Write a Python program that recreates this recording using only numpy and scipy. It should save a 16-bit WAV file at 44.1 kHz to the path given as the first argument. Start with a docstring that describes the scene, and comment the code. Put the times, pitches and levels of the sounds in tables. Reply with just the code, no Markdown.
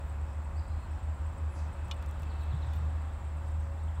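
"""An arrow is laid on a bow close to the microphone, in a wood: the shaft slides, clacks against
the rest, rings briefly and ticks along it. Farther off, small birds chip and the trunks echo them.
One nearby insect pulses its wings over a distant chorus and a cricket. Two far engines drone
and beat against each other, in a wash of traffic and leaves."""
import sys
import numpy as np
from scipy import signal
from scipy.fft import rfft, irfft
from scipy.io import wavfile

SR = 44100
rng = np.random.default_rng(int(sys.argv[2]) if len(sys.argv) > 2 else 0)


def put_to_file(sound):
    """Save the sound as 16-bit audio at rate SR, in the file named by the first command-line argument."""
    columns = np.atleast_2d(sound).T  # one column per channel
    safe = np.clip(columns, -1, 1)
    whole_steps = np.round(safe * 32767)
    wavfile.write(sys.argv[1], SR, whole_steps.astype(np.int16))


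N = 176400
T = np.arange(N) / SR


def amp(db):
    """Decibels to gain."""
    return 10 ** (np.asarray(db) / 20)


def unit_rms(x):
    """Scales to rms 1."""
    return x / np.sqrt(np.mean(x ** 2) + 1e-20)


def curve(rows, column=1):
    """One column of a time table at every sample."""
    rows = np.array(rows)
    return np.interp(T, rows[:, 0], rows[:, column])


def add(mix, start, sound):
    """Mixes a sound in at a start in seconds."""
    part = mix[max(round(start * SR), 0):][:len(sound)]
    part += sound[:len(part)]


def noise(shape):
    """Noise of rms 1 whose spectrum is shape(Hz)."""
    hz = np.fft.rfftfreq(N, 1 / SR) + 1
    return unit_rms(irfft(rfft(rng.standard_normal(N)) * shape(hz), N))


def coloured(points):
    """Noise with a spectrum of (Hz, relative dB) points."""
    hz, db = np.transpose(points)
    return noise(lambda f: amp(np.interp(np.log(f), np.log(hz), db)))


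def band(hz, width):
    """Noise in a bell around one frequency."""
    return noise(lambda f: np.exp(-.5 * ((f - hz) / width) ** 2))


# The far wash and its rumble. Each row: frequency in Hz, relative level in dB.
AIR_SPECTRUM = [(120, -38), (200, -6), (300, -2), (440, -8), (640, -4), (950, -2), (1400, -8),
                (2000, -14.5), (3000, -23.5), (4000, -29), (5300, -31.5), (6500, -36), (9000, -40),
                (11500, -44), (15700, -43.5)]
RUMBLE_SPECTRUM = [(15, -33), (28, -14), (38, -1), (55, 2.5), (70, 3), (110, -4), (135, -12), (190, -12.5),
                   (260, -38), (500, -58.5)]
# The wash's swell and a soft treble among the trees. Each row: time in seconds, gain in dB.
AIR_SWELL = [(0, -0.3), (1, -0.5), (1.8, 0.64), (2.8, 1), (3.3, -0.5), (4, -0.8)]
TREBLE_LEVEL = [(0, -71.5), (.6, -78), (.9, -70.5), (1.3, -73.5), (1.9, -71.5), (2.3, -66.5), (2.8, -68.5),
                (3.1, -71), (3.6, -74), (4, -86)]


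def traffic_and_leaves():
    """Distant traffic and leaves blur into a slowly swelling wash."""
    air = amp(-51.5 + curve(AIR_SWELL)) * coloured(AIR_SPECTRUM)
    rumble = amp(-42) * coloured(RUMBLE_SPECTRUM)
    treble = amp(curve(TREBLE_LEVEL)) * band(3110, width=950)
    return air + rumble + treble


# The nearer engine. Each row: time in seconds, firing rate in Hz, level in dB.
NEARER_ENGINE = [(0, 74.16, -34), (1.0, 74.4, -37), (1.5, 74.92, -34.5), (1.9, 74.75, -36.5),
                 (2.4, 75.28, -31), (2.9, 77.38, -30), (3.25, 76.5, -36), (3.55, 77.4, -31),
                 (4, 78.94, -37.5)]
# The farther engine. Each row: time in seconds, level in dB.
FARTHER_ENGINE = [(0, -53), (.6, -40.5), (1.1, -35), (1.6, -38), (2.1, -56), (2.4, -85), (4, -47.5)]
# Harmonics of both. Each row: multiple of the firing rate, relative level in dB.
HARMONICS = [(1, 1), (2, -23), (3, -30)]


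def engines(farther_hz=80.25, whine_hz=551.9, waver_db=0.98):
    """Two far drones a few hertz apart beat; a thin whine wavers above them."""
    def drone(cycles):
        return sum(amp(db) * np.sin(2 * np.pi * k * cycles) for k, db in HARMONICS)

    nearer_db = curve(NEARER_ENGINE, column=2) + waver_db * band(4, width=5)
    nearer = amp(nearer_db) * drone(np.cumsum(curve(NEARER_ENGINE)) / SR)
    farther = amp(curve(FARTHER_ENGINE)) * drone(farther_hz * T)
    whine = amp(-62) * np.sin(2 * np.pi * whine_hz * T) + amp(-65) * band(whine_hz, width=6.1)
    return nearer - farther + whine


# Insects deep in the wood. Each row: frequency in Hz, relative level in dB.
CHORUS_SPECTRUM = [(6000, -30), (6800, -11), (7100, 0), (7500, -1.5), (7900, 0), (8300, -0.5), (8600, -34),
                   (9500, -45)]
# Their steady trills. Each row: centre in Hz, width in Hz, level in dB.
TRILLS = [(7355, 27, -80.5), (10230, 84, -90)]
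# A far cricket. Each row: time in seconds, pitch in Hz, level in dB.
CRICKET = [(0, 2550, -72), (.45, 2560, -73.5), (.7, 2567, -73.5), (1.7, 2580, -73), (2.05, 2626, -67.5),
           (2.7, 2614, -73), (3.2, 2647, -76), (4, 2670, -76)]


def far_insects():
    """Many insects merge into a hiss, with thin trills and a cricket's fluttering tone."""
    trills = sum(amp(db) * band(hz, width) for hz, width, db in TRILLS)
    tone = np.sin(2 * np.pi * np.cumsum(curve(CRICKET)) / SR)
    cricket = amp(curve(CRICKET, column=2)) * unit_rms(band(0, width=48) * tone)
    return trills + cricket + amp(-73.5) * coloured(CHORUS_SPECTRUM)


# One cycle of wing strokes. Each row: first peak in seconds, half-width in seconds, level in dB.
WING_STROKES = [(0.098, 0.0051, -66.5), (.124, 0.015, -73.5), (0.165, .011, -74.5)]
# The wing's resonances. Each row: centre in Hz, width in Hz, relative level in dB.
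WING_BANDS = [(8077, 25, 2), (8070, 120, -4), (8380, 26, -8)]


def near_insect(cycles_per_s=8.56):
    """An insect near the microphone repeats one strong and two weak wing strokes."""
    period, strokes = 1 / cycles_per_s, np.zeros(N)
    for peak, half_width, db in WING_STROKES:
        from_peak = (T - peak + period / 2) % period - period / 2
        strokes += amp(db) * np.exp(-.5 * (from_peak / half_width) ** 2)
    wing = signal.hilbert(sum(amp(db) * band(hz, width) for hz, width, db in WING_BANDS))
    return strokes * unit_rms(wing.real / np.sqrt(abs(wing) + 1e-9))  # evens out the cycles


# Birds in the trees. Each row: start and length in seconds, level in dB, first and last pitch in Hz.
CHIPS = [(0.558, 0.033, -67.5, 4450, 4770), (0.576, 0.027, -67, 4840, 5050),
         (0.592, 0.011, -66, 4900, 3700), (.697, .06, -71, 4140, 4180), (.80, 0.062, -75, 4320, 4120),
         (2.296, .036, -64, 4750, 3480), (2.405, .038, -66, 4500, 3280), (2.504, 0.039, -62.5, 4300, 3160),
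         (2.619, 0.023, -60, 4350, 3340), (3.771, .045, -71, 3200, 4570), (3.877, 0.014, -64, 2800, 3550),
         (3.955, 0.033, -70, 3100, 4140)]


def birds(wobble=0.015):
    """Small birds whistle short, slightly unsteady glides."""
    out = np.zeros(N)
    for start, length, db, first_hz, last_hz in CHIPS:
        u = np.arange(0, length, 1 / SR) / length
        hz = first_hz * (last_hz / first_hz) ** u * (1 + wobble * band(120, width=150)[:len(u)])
        envelope = amp(db) * np.sqrt(2 * abs(np.sin(np.pi * u)))
        add(out, start, envelope * np.sin(2 * np.pi * np.cumsum(hz) / SR))
    return out


def trunk_echo(x, t60=.9, onset_s=0.013):
    """The trunks scatter sound back to the microphone as a diffuse tail."""
    t = T[:SR]
    tail = rng.standard_normal(SR) * amp(-60 * t / t60) * np.minimum(t / onset_s, 1)
    return signal.fftconvolve(x, tail / np.linalg.norm(tail))[:N]


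def swish(length, db, hz, octaves):
    """A puff of friction noise that swells quickly and fades."""
    u = np.arange(0, length, 1 / SR) / length
    friction = noise(lambda f: np.exp(-.5 * (np.log2(f / hz) / octaves) ** 2))
    return amp(db) * np.interp(u, [0, 0.38, 1], [0, 1, 0]) * friction[:len(u)]


# Close rustles. Each row: start and length in seconds, level in dB, centre in Hz, width in octaves.
SLIDES = [(0, .2, -77, 14000, .4), (0.234, 0.16, -76, 5370, .15), (.86, .2, -77, 5400, .12),
          (1.482, .13, -71.5, 10400, .03), (1.511, 0.17, -67.5, 7400, 0.33),
          (1.526, 0.18, -64.5, 5100, 0.41), (2.388, 0.079, -71.5, 12000, .5),
          (2.503, 0.48, -73.5, 5360, 0.34), (2.74, 0.054, -67, 14500, .2), (3.416, 0.15, -72.5, 5970, 0.68),
          (3.581, 0.13, -73, 6000, .3)]
# Low handling bumps. Each row: start and length in seconds, level in dB, centre in Hz.
BUMPS = [(1.86, 0.11, -49, 145), (2.505, 0.093, -35, 112), (2.58, 0.15, -44, 121), (2.73, 0.19, -37, 108.4)]


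def handling():
    """Shaft, fingers and clothes rub and bump softly beside the microphone."""
    out = np.zeros(N)
    for start, *slide in SLIDES:
        add(out, start, swish(*slide))
    for start, *bump in BUMPS:
        add(out, start, swish(*bump, octaves=0.36))
    return out


# The arrow settling on the rest. Each row: start in seconds, level in dB, decay in seconds.
TICKS = [(1.8835, -59, .002), (1.9132, -57, 0.0011), (1.9178, -51, .0007), (1.9432, -57, .001),
         (2.025, -57, 0.0028), (2.0615, -56, .002), (2.091, -58, .002), (2.111, -55, .002),
         (2.1977, -53.5, .0014), (2.2211, -53, .0015), (2.233, -55.5, 0.0026), (2.734, -59, 0.0062),
         (2.76, -63, .005)]
# A tick's colour. Each row: frequency in Hz, relative level in dB.
TICK_SPECTRUM = [(1000, -17), (3000, -9), (6000, 3), (8800, 2.5), (10500, -5.5), (13500, 2), (15000, -5),
                 (16000, -11)]


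def arrow_ticks():
    """Light contacts give small dry bursts of noise as the arrow is seated."""
    out, t = np.zeros(N), T[:SR // 5]
    for start, db, decay in TICKS:
        add(out, start, amp(db) * coloured(TICK_SPECTRUM)[:len(t)] * np.exp(-t / decay))
    return out


# Shaft on bow. Each row: start in seconds, ring in dB, tilt in dB per octave, crack in dB.
KNOCKS = [(1.9124, -31.5, 4.5, -30.5), (1.9144, -38, 0, -33), (1.9203, -43, 0, -47), (2.0255, -52, 5, -60),
          (2.2318, -56, 5, -64), (2.7345, -48.5, 2, -63), (2.766, -54, -1, -68)]
# The shaft's modes. Each row: frequency in Hz, relative level in dB, seconds to fall 60 dB.
SHAFT_MODES = [(795, -22, .08), (1080, -11, .08), (1346, -13, 0.058), (2453, -9.5, 0.081), (2870, -9, 0.03),
               (2950, -9, 0.054), (3320, -19.5, .028), (3521, -7.5, 0.052), (3830, -12.5, 0.041),
               (4260, -16, 0.048), (4550, -14.5, 0.029), (4800, -25, 0.016), (5260, -17, 0.026),
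               (5850, -16, .02), (6350, -19.5, 0.022), (6950, -21, 0.016), (7650, -23, 0.016)]
# The crack of contact. Each row: frequency in Hz, relative level in dB.
CRACK_SPECTRUM = [(500, -16), (1300, -19), (2100, -20), (3000, 19), (5000, -5), (8000, -1), (10000, -26),
                  (14000, -23), (16000, -28)]


def arrow_knocks(attack_s=0.00018, crack_decay_s=0.00083):
    """Close up, the shaft strikes the bow with a crack and rings in its modes."""
    out, t = np.zeros(N), T[:SR // 5]
    for start, ring_db, tilt, crack_db in KNOCKS:
        ring = np.zeros(len(t))
        for hz, db, t60 in SHAFT_MODES:
            envelope = amp(ring_db + db + tilt * np.log2(hz / 3500) - 60 * t / t60)
            ring += envelope * np.sin(2 * np.pi * (hz * t + rng.random()))
        crack = amp(crack_db) * coloured(CRACK_SPECTRUM)[:len(t)] * np.exp(-t / crack_decay_s)
        add(out, start, (ring + crack) * np.minimum(t / attack_s, 1))
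    return out


def scene():
    """One microphone in the wood: the arrow close and almost dry, the birds echoing beyond it."""
    arrow = arrow_knocks() + arrow_ticks() + handling()
    song = birds()
    wash = traffic_and_leaves()
    echo = trunk_echo(amp(-38) * arrow + song)
    return (arrow + song + echo + wash + engines() + near_insect() + far_insects())[None]


def record(dry):
    """The recorder cuts the treble above 15830 Hz."""
    lowpass = signal.firwin(801, 15830, window=("kaiser", 9), fs=SR)
    return signal.oaconvolve(dry, lowpass[None], "same")


dry = scene()
out = record(dry)
put_to_file(out)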